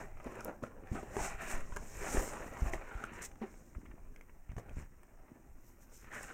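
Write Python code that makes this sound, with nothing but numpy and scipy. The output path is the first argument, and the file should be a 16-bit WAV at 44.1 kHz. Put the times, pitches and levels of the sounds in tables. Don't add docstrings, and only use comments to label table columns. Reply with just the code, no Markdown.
import sys
import numpy as np
from scipy import signal
from scipy.io import wavfile
from scipy.ndimage import uniform_filter1d

SR = 44100
rng = np.random.default_rng(int(sys.argv[2]) if len(sys.argv) > 2 else 0)


def to_linear_factor(level_db):
    exponent = np.asarray(level_db, float) / 20
    return 10 ** exponent


def file_out(sig):
    cols = np.atleast_2d(sig).T
    lim = np.clip(cols, -1, 1)
    pcm = np.round(lim * 32767).astype(np.int16)
    wavfile.write(sys.argv[1], SR, pcm)


N = 279153

# t/s, peak level/dB, first push [+-1], f/Hz, t60/s
BUMPS = [(0.625, -56, -1, 64.8, 0.026), (0.916, -26, 1, 80, 0.023), (0.948, -36, 1, 109, 0.026),
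         (1.181, -40, -1, 51, 0.078), (1.211, -32, -1, 34.2, 0.077), (1.345, -37, -1, 30.8, 0.13),
         (1.537, -29.5, -1, 24, 1), (1.723, -33.5, -1, 28.6, 0.066), (2.055, -43, 1, 36, .2),
         (2.105, -39, -1, 36, 0.2), (2.153, -33, 1, 32, 0.056), (2.177, -22.5, -1, 36, 0.11),
         (2.204, -33, -1, 42, 0.13), (2.62, -24, 1, 62, 0.065), (2.63, -27, -1, 54.7, .04),
         (2.659, -27, 1, 51.6, 0.13), (2.752, -37, 1, 40, 0.16), (2.952, -34, -1, 55, 0.15),
         (3.76, -44, 1, 60, 0.049), (3.767, -34.5, -1, 49, 0.08), (4.494, -34.5, -1, 51.7, 0.071),
         (4.565, -34.5, 1, 79.5, 0.057), (4.769, -35, -1, 130, .03), (4.774, -34, 1, 52.7, 0.04),
         (4.784, -37.5, -1, 109, 0.025), (4.824, -42, -1, 90, 0.058), (4.515, -41.5, 1, 121, 0.036),
         (4.533, -41, 1, 108, 0.034), (4.798, -44, -1, 98, 0.03), (4.81, -44, -1, 95, 0.058),
         (4.578, -32.5, -1, 111, 0.037)]
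# t/s, sway of box and cable level/dB, freedom of the hollow to boom, relative level/dB
HOLD = [(0.0, -50.5, 8.5), (.3, -55, 6.5), (.63, -55.5, 9), (1.06, -52.5, 10.5), (1.29, -45.5, 4),
        (1.64, -50.5, 14), (2.11, -44.5, 4), (2.52, -53.5, 4), (2.7, -39, -1), (2.91, -55, 4),
        (3.26, -51.5, 11), (3.49, -61.5, 11), (3.93, -57.5, 21), (4.45, -60.5, 9.5), (4.69, -53, 13),
        (5.04, -60, 11), (5.98, -60.5, 14), (6.2, -54, 10)]


def unit_rms(x):
    return x / np.sqrt(np.mean(x ** 2) + 1e-20)


def curves(rows):
    s, *columns = np.transpose(rows)
    return [np.interp(np.arange(N) / SR, s, c) for c in columns]


def colour(points, size=4096):
    f_hz, db = np.transpose(points)
    hz = abs(np.fft.fftfreq(2 * size, 1 / SR))
    gain_db = np.interp(np.log(hz + 1), np.log(f_hz + 1), db, -70, -70)
    log_gain = np.log(to_linear_factor(gain_db))
    response = np.fft.ifft(np.exp(np.conj(signal.hilbert(log_gain)))).real[:size]
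    return response / np.linalg.norm(response)


def through(x, response):
    return signal.oaconvolve(x, response)[:N]


def resonate(x, hz, width_hz):
    turn = np.exp(2j * np.pi * np.cumsum(hz) / SR)
    r = np.exp(-np.pi * width_hz / SR)
    smoothed = signal.lfilter([1 - r], [1, -r], x * turn.conj())
    return 2 * (turn * smoothed).real


def wobble(grain_s):
    size = max(int(grain_s * SR), 2)
    once = uniform_filter1d(rng.standard_normal(N), size)
    return unit_rms(uniform_filter1d(once, size))


def slips(per_s, spread_db, smooth, uneven_db, grain_s):
    size = to_linear_factor(spread_db * np.minimum(rng.exponential(1, N), 5)) * rng.standard_normal(N)
    grains = unit_rms(size * (rng.random(N) < per_s / SR))
    bed = smooth * rng.standard_normal(N)
    return unit_rms((grains + bed) * to_linear_factor(uneven_db * wobble(grain_s)))


def strokes(rows, extra_db=0):
    drop_db, roundness = 29.5, 1.143
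    s, db, swell_s, fade_s = np.transpose(rows)[:4, :, None]
    t = np.arange(0, N + 32, 32) / SR
    away = np.where(t < s, (s - t) / swell_s, (t - s) / fade_s)
    power = to_linear_factor(2 * (db + extra_db - drop_db * away ** roundness)).sum(0)
    return np.sqrt(np.interp(np.arange(N) / SR, t, power))


def blows(rows, rise_s, rise_share, *ragged):
    return [(s, db, hz, rise_s + rise_share * t60, t60, *own, *ragged) for s, db, hz, t60, *own in rows]


def ring(rows, width_share, wide):
    out, t = np.zeros(N), np.arange(6000) / SR
    for (s, db, hz, rise_s, t60_s, ragged), z in zip(rows, rng.standard_normal((len(rows), 6000))):
        steady_hz = hz + 0 * t
        once = resonate(z, steady_hz, width_share * hz)
        band = unit_rms(resonate(once, steady_hz, width_share * hz))
        band += wide * unit_rms(resonate(z[::-1], 0.19 * steady_hz, 2 * hz))
        jerks = unit_rms(uniform_filter1d(z, size=250)) * np.minimum(t / 0.016, 1)
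        band *= to_linear_factor(2.0 * jerks)
        ragged = np.clip(ragged, 0, 1)
        swell = (1 - np.exp(-t / max(rise_s, 1e-4))) ** 2 * to_linear_factor(-60 * t / max(t60_s, 0.004))
        tone = -np.sin(2 * np.pi * hz * t)
        blow = swell * ((1 - ragged) * tone + 1.03 * ragged * band)
        contact = 6.4 * hz * t
        blow -= 6.4 * ragged * np.exp(-rise_s / 0.0017) * contact * np.exp(-contact)
        start = round(s * SR)
        out[start:][:6000] += (to_linear_factor(db) * blow / abs(blow).max())[:N - start]
    return out


def room_air():
    # f/Hz, level/dB
    air = [(12, -9), (20, 16), (45, -4.5), (86, -15.5), (193, -18), (310, -17), (446, -34), (624, -28),
           (2260, -38), (4540, -103), (6360, -43), (8890, -32.5), (10500, -49.5), (12800, -35),
           (16000, -35)]
    return to_linear_factor(-61.5) * through(rng.standard_normal(N), colour(air, size=8192))


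def sway():
    # f/Hz, level/dB
    rumble = [(6, -5.5), (15, 7), (35, -1), (70, -9), (130, -15.5), (200, -24)]
    lumps = rng.standard_normal(N) * to_linear_factor(curves(HOLD)[0] + 3.5 * wobble(0.059))
    return through(lumps, colour(rumble, size=16384))


def bumps():
    out, t = np.zeros(N), np.arange(12000) / SR
    slowed_s = 0.0375 * np.log(1 + t / 0.032)
    for s, db, push, hz, t60_s in BUMPS:
        onset = 1 - np.exp(-t * hz / 0.037)
        swing = np.sin(2 * np.pi * hz * slowed_s) * to_linear_factor(-60 * t / t60_s) * onset
        out[round(s * SR):][:12000] += np.sign(push) * to_linear_factor(db) * swing / abs(swing).max()
    return out


def room(x):
    # delay t/s, level/dB
    echoes = [(.0031, -33), (.0094, -35), (0.0131, -26), (0.017, -18)]
    t60_s, tail_db = 0.19, -8
    t = np.arange(12000) / SR
    sparse = rng.choice([-1., 1.], len(t)) * (rng.random(len(t)) < 0.05)
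    tail = sparse * to_linear_factor(-60 * t / t60_s) * (t > 0.004)
    tail *= to_linear_factor(tail_db) / np.linalg.norm(tail)
    for delay_s, db in echoes:
        tail[round(delay_s * SR)] += to_linear_factor(db)
    return through(x, signal.lfilter([0.35], [1, -0.65], tail))


def taps():
    # t/s, peak level/dB, brightness f/Hz, t60/s
    tap_rows = [(.043, -39.5, 1500, .012), (0.171, -46, 2500, 0.023), (.2, -40.5, 2800, 0.049),
                (0.244, -40, 2500, .015), (0.272, -37, 1200, 0.023), (.325, -46, 1500, 0.021),
                (0.352, -41, 2000, .02), (0.494, -37, 2500, 0.011), (.837, -49, 1500, .015),
                (1.031, -54, 1200, 0.01), (1.972, -48.5, 2000, 0.032), (2.018, -48, 2000, .03),
                (2.147, -33, 900, .015), (2.17, -26, 1800, .015), (2.277, -33, 800, 0.018),
                (2.631, -48, 2000, .01), (2.662, -34, 1500, .012), (2.735, -43, 2500, .02),
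                (2.809, -60, 1000, .015), (1.603, -55, 3200, 0.0087), (3.054, -49, 2000, 0.0092),
                (3.134, -39, 1500, 0.013), (3.402, -52, 2964, .01), (3.493, -51, 700, 0.009),
                (3.541, -45, 905, .01), (3.562, -50, 800, 0.011), (3.731, -54, 1500, .012),
                (3.749, -45, 1300, 0.055), (3.815, -51, 1500, 0.04), (3.855, -49, 1500, 0.038),
                (3.912, -52, 2500, .025), (3.952, -55, 1800, 0.049), (3.98, -49, 700, 0.055),
                (4.097, -65, 2000, .015), (4.286, -56, 2000, .015), (4.295, -49, 1500, 0.028),
                (4.491, -52, 2500, .03), (4.671, -55, 2500, .015), (4.684, -52, 2000, 0.013),
                (4.74, -65, 2500, .03), (4.769, -49, 2800, .04), (4.797, -47, 2800, 0.025),
                (4.812, -48, 2500, .02), (4.824, -47, 2800, .03), (4.86, -55, 2500, .02),
                (4.945, -64, 2500, .015), (5.032, -50, 2500, 0.035), (6.063, -59, 1500, .015),
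                (6.106, -52, 1800, .02), (6.209, -34, 1800, 0.025)]
    rattle_share = 0.41
    out, t = np.zeros(N), np.arange(3000) / SR
    for (s, db, hz, t60_s), z in zip(tap_rows, rng.standard_normal((len(tap_rows), 3000))):
        r, contact = np.exp(-2 * np.pi * hz / SR), 2 * np.pi * hz * t
        dulled = signal.lfilter([1], [1, -2 * r, r ** 2], z)
        rattle = unit_rms(signal.lfilter([1, -1], [1, -0.9], dulled))
        push = np.e * contact * np.exp(-contact)
        out[round(s * SR):][:3000] += to_linear_factor(db) * (rattle_share * rattle * to_linear_factor(-60 * t / max(t60_s, 0.004)) - push)
    return out


def knocks():
    # t/s, peak level/dB, f/Hz, t60/s, raggedness [0-1]
    knock_rows = [(.26, -36.5, 258, 0.035, 0.53), (.455, -39, 480, 0.018, 0.18),
                  (.624, -34, 249, 0.03, 0.52), (.636, -30, 550, 0.01, 0.15), (.917, -37, 207, 0.067, 0.4),
                  (.945, -33.5, 290, 0.042, 0.54), (1.029, -36.5, 350, 0.025, 0.8),
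                  (1.167, -34, 400, 0.027, 0.1), (1.19, -35, 370, 0.013, 0),
                  (2.147, -27.5, 288, 0.014, 0.26), (2.166, -28, 351, 0.034, 0.23),
                  (2.018, -39.5, 396, 0.042, 0.86), (2.734, -30.5, 440, 0.03, 0.68),
                  (3.411, -37, 217, 0.071, 0), (3.414, -38, 430, 0.024, 0.27),
                  (3.432, -38.5, 378, 0.059, 0), (3.415, -43, 772, 0.092, 0.48),
                  (3.783, -39.5, 200, 0.0084, 0), (4.5815, -35, 446, 0.016, 0.34),
                  (4.597, -41.5, 513, .015, 0.37)]
    return ring(blows(knock_rows, rise_s=0.0011, rise_share=0.087), width_share=1.0, wide=0.2)


def ticks():
    # t/s, peak level/dB, ring f/Hz, t60/s
    pops = [(.409, -38, 1310, 0.022), (.637, -34, 1310, 0.015), (.872, -44.5, 1720, 0.014),
            (1.167, -23, 800, 0.011), (1.763, -34.5, 1500, 0.016), (1.768, -27, 1550, 0.01),
            (1.77, -34.5, 910, 0.026), (2.7352, -25, 1980, 0.0085), (3.039, -27, 1400, 0.016),
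            (3.0373, -43, 2700, 0.008), (4.1607, -47, 2105, 0.018), (4.2105, -41.5, 2100, 0.0092),
            (4.583, -40.5, 1080, 0.012), (4.583, -41, 1600, 0.0066), (4.694, -42, 2530, 0.0081)]
    # t/s, peak level/dB, ring f/Hz, t60/s
    scuffs = [(.622, -47.5, 990, 0.038), (.947, -38.5, 1280, 0.14), (1.189, -32, 860, 0.035),
              (1.722, -38, 1070, 0.023), (2.018, -43, 1170, 0.048), (2.03, -35.5, 732, 0.31),
              (2.3, -41, 1230, 0.51), (6.104, -41, 1520, .2), (6.121, -36.5, 1600, 0.17),
              (6.15, -37.5, 1616, .2)]
    # t/s, peak level/dB, ring f/Hz, t60/s
    edge_ticks = [(0.666, -50, 1440, 0.02), (1.736, -44.5, 2380, 0.011), (2.17, -28, 1500, 0.012),
                  (2.29, -38, 2500, 0.013), (3.356, -50, 1500, .012), (3.856, -50.5, 2000, 0.033),
                  (3.912, -51, 1900, 0.02), (4.488, -55, 2220, 0.13), (4.518, -43.5, 1490, 0.012),
                  (4.566, -37.5, 1330, 0.0081), (5.824, -60, 1700, 0.023), (6.044, -41, 1760, 0.01),
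                  (3.315, -42, 2700, 0.0084)]
    # t/s, peak level/dB, centre f/Hz, t60/s
    snaps = [(.243, -47.5, 6800, 0.012), (.323, -50, 7000, 0.007), (.355, -47.5, 7400, 0.0072),
             (.407, -36, 5930, 0.0066), (.4473, -26, 11900, 0.0027), (1.42, -42, 8500, 0.0088),
             (1.605, -47, 6780, 0.018), (1.7632, -33, 6600, 0.0076), (1.77, -36, 7200, 0.0097),
             (2.537, -43.5, 6200, 0.0074), (2.621, -50, 5500, .008), (3.0395, -50.5, 9000, 0.0037),
             (3.053, -48, 8040, 0.006), (4.1623, -50, 5800, 0.0065), (5.033, -54, 8750, .01),
             (6.231, -36, 8200, 0.0079), (6.2435, -49, 8820, 0.0056)]
    below = signal.butter(6, 2850, fs=SR, output="sos")
    above = signal.butter(5, 5200, "high", fs=SR, output="sos")
    hits = blows(pops, 0.00026, 0.024, 0.33)
    hits += blows(scuffs, 0.00013, 0.053, 0.68)
    hits += blows(edge_ticks, 0.0027, 0.031, 0.88)
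    card = ring(hits, width_share=0.38, wide=0.84)
    crack_db, crack_hz, crack_t60_s = -15, 6260, 0.015
    cracks = [(s, db + crack_db, crack_hz, crack_t60_s) for s, db, *_ in [*pops, *edge_ticks]]
    snapping = ring(blows([*snaps, *cracks], 0.000094, 0.013, 0.47), width_share=0.72, wide=0.16)
    dry_taps = taps()
    dulled = signal.sosfilt(below, card + signal.sosfilt(below, dry_taps))
    leak = 0.033 * card + 0.027 * dry_taps
    return dulled + leak + signal.sosfilt(above, snapping)


def fibre_hiss():
    # fastest at t/s, level/dB, swell t/s, fade t/s
    brushes = [(0.0, -62.5, .1, .16), (.3, -70.5, 0.32, 0.56), (.45, -66, 0.26, 0.14),
               (.63, -66, 0.009, .12), (.95, -61.5, 0.11, 0.27), (1.25, -45, 0.17, 0.13),
               (1.43, -57.5, 0.089, .3), (1.51, -47, 0.085, 0.12), (1.74, -68, 0.031, 0.013),
               (1.86, -72, 0.1, 0.2), (2.13, -46.5, 0.24, 0.35), (2.25, -52, 0.93, 0.32),
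               (2.47, -64, 0.16, 0.15), (2.6, -62, 0.16, 0.26), (2.7, -57, 0.17, 0.01),
               (2.73, -56.5, 0.025, 0.094), (3.05, -68, 1, 0.089), (3.14, -63.5, 0.04, 0.24),
               (3.222, -49.5, 0.013, 0.093), (3.25, -47, 0.035, 0.02), (3.26, -46.5, 0.041, 0.013),
               (3.56, -72.5, 0.61, 0.75), (4.583, -61, 0.016, 0.043), (4.8, -65, 0.14, 0.091),
               (5.68, -71.5, 0.18, 0.16), (5.827, -68, 0.057, 0.078), (5.94, -62, 0.067, 0.23),
               (6.02, -69.5, 0.05, .08), (6.15, -57.5, 0.066, 0.2), (6.23, -58.5, 0.14, 0.28)]
    # fastest at t/s, level/dB, swell t/s, fade t/s
    fizzes = [(2.66, -76, .3, .2), (4.2, -84, .2, 0.22), (5.68, -78, .15, 0.18), (5.83, -78, .15, 0.14),
              (5.97, -77, .2, 0.18)]
    # f/Hz, level/dB
    sheen = [(1940, -1.5), (3300, -10), (4140, -10), (4570, -13.5), (5430, -2), (6970, -1), (7810, -1.5),
             (9050, -3.5), (10000, -5.5), (10700, -81), (13900, -47), (22000, -120)]
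    # f/Hz, level/dB
    top = [(9500, -7), (10600, -16.5), (12000, -6), (13700, -7), (15200, -9.5), (16500, -26)]
    resting_db = -82.5
    fibre = np.hypot(strokes(brushes), to_linear_factor(resting_db))
    brush = fibre * slips(per_s=6000, spread_db=1.7, smooth=0.9, uneven_db=1.05, grain_s=0.0045)
    whine_hz = 7000 + 35 * (20 * np.log10(fibre) + 60) + 450 * wobble(0.014)
    hiss = 0.43 * brush + 0.97 * resonate(brush, whine_hz, width_hz=2190)
    top_gain = to_linear_factor(-15.5 + 1.6 * wobble(0.063)) * fibre ** -0.08
    fizz = brush * (top_gain + strokes(fizzes) / fibre)
    return through(hiss, colour(sheen)) + through(fizz, colour(top))


def card_friction():
    # hardest at t/s, level/dB, swell t/s, fade t/s, thin edge relative level/dB
    drags = [(0.0, -48, .1, 0.14, -4), (0.253, -56.5, 0.11, 1.3, -15), (.39, -54.5, 0.41, 0.11, 0.5),
             (.49, -53, 0.11, 0.084, -4), (0.634, -55.5, 0.022, 0.11, 1), (0.966, -53, 0.19, 0.15, 0.5),
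             (1.19, -49.5, 0.24, 0.32, 0.5), (1.25, -52, 0.088, 0.13, 8), (1.31, -51, 0.23, 0.1, 5.5),
             (1.399, -53, 0.053, 0.25, 9.5), (1.461, -58, 0.14, 0.17, 12), (1.54, -51.5, 0.17, 0.18, 6.5),
             (1.82, -58.5, 0.34, 0.16, -2), (2.059, -49.5, 0.24, 0.42, 5), (2.17, -41.5, 0.15, 0.25, -5),
             (2.342, -49, 0.13, 0.32, -2), (2.65, -52, 1.26, 0.63, -2), (2.8, -59.5, 0.48, 1.4, -20),
             (3.0, -61, 0.52, 0.059, 7), (3.232, -59.5, 0.95, 0.083, 10), (3.42, -64, 0.03, 0.18, 8),
             (3.86, -73.5, 0.079, 0.18, 2), (4.6, -67.5, 0.06, 0.16, 0), (4.69, -66, .1, 0.11, -1.5),
             (4.79, -67, 0.13, 0.15, 9), (5.32, -68.5, 0.67, 0.56, -7), (6.18, -62, 0.25, 0.071, 12),
             (6.236, -56, 0.047, 0.07, 9), (6.29, -60, 0.059, 0.18, 10.5)]
    # f/Hz, level/dB
    face = [(260, -7.5), (450, -3), (579, -4), (807, 0), (978, -7), (1500, -12.5), (1950, -19),
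            (3300, -120)]
    # f/Hz, level/dB
    hollow = [(59, -12.5), (100, 0), (215, -2.5), (259, -2.5), (366, -8.5), (450, -15.5), (520, -26),
              (680, -26.5), (1140, -120)]
    # f/Hz, level/dB
    thin_edge = [(820, -13), (1400, 0.5), (2360, -4.5), (2980, -12), (3300, -22), (3810, -19),
                 (4600, -26.5), (5980, -50), (10100, -120)]
    resting_db, resting_edge_db = -75.5, 0.5
    thud_db, thud_t60_s = -17.5, 0.051
    scrape = np.hypot(strokes(drags), to_linear_factor(resting_db))
    edge = np.hypot(strokes(drags, np.array(drags)[:, -1:]), to_linear_factor(resting_db + resting_edge_db))
    thuds = [(s + 0.0054, db + thud_db, 0.01, thud_t60_s) for s, db, *_ in BUMPS]
    boom = np.hypot(scrape * to_linear_factor(curves(HOLD)[1]), strokes(thuds))
    drag = slips(per_s=3500, spread_db=2.5, smooth=0.83, uneven_db=1.5, grain_s=0.017)
    creak = slips(per_s=480, spread_db=3.5, smooth=0.53, uneven_db=0.5, grain_s=0.062)
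    card = through((0.43 * drag + 0.92 * creak) * boom * to_linear_factor(-5.5), colour(hollow))
    card += through(drag * scrape, colour(face))
    card += through(drag * edge, colour(thin_edge))
    return card


def panel_ring(card):
    # f/Hz, width f/Hz, level/dB
    panels = [(236, 55, -7.5), (370, 57, 1), (558, 143, 5.5), (862, 139, 2.5), (1857, 155, -3),
              (2225, 186, -6), (2630, 430, -6.5), (1337, 135, -8)]
    rung = np.zeros(N)
    for hz, width_hz, db in panels:
        gain = to_linear_factor(db + 2.63 * wobble(0.045))
        rung += gain * resonate(card, hz * (1 + 0.096 * wobble(0.13)), width_hz)
    return rung


def rubbing():
    card = card_friction()
    return 0.37 * card + 0.7 * panel_ring(card) + fibre_hiss()


def scene():
    rub = rubbing()
    hits = ticks() + knocks()
    echo = room(hits + 0.29 * rub)
    return (rub + hits + echo + bumps() + sway() + room_air())[None]


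def band_limit(x):
    return signal.sosfilt(signal.butter(12, 16460, fs=SR, output="sos"), x)


def record(dry):
    low_pass = signal.firwin(255, 16300, fs=SR)
    mix = signal.oaconvolve(dry, low_pass[None], "same")
    return band_limit(mix)


dry = scene()
out = record(dry)
file_out(out)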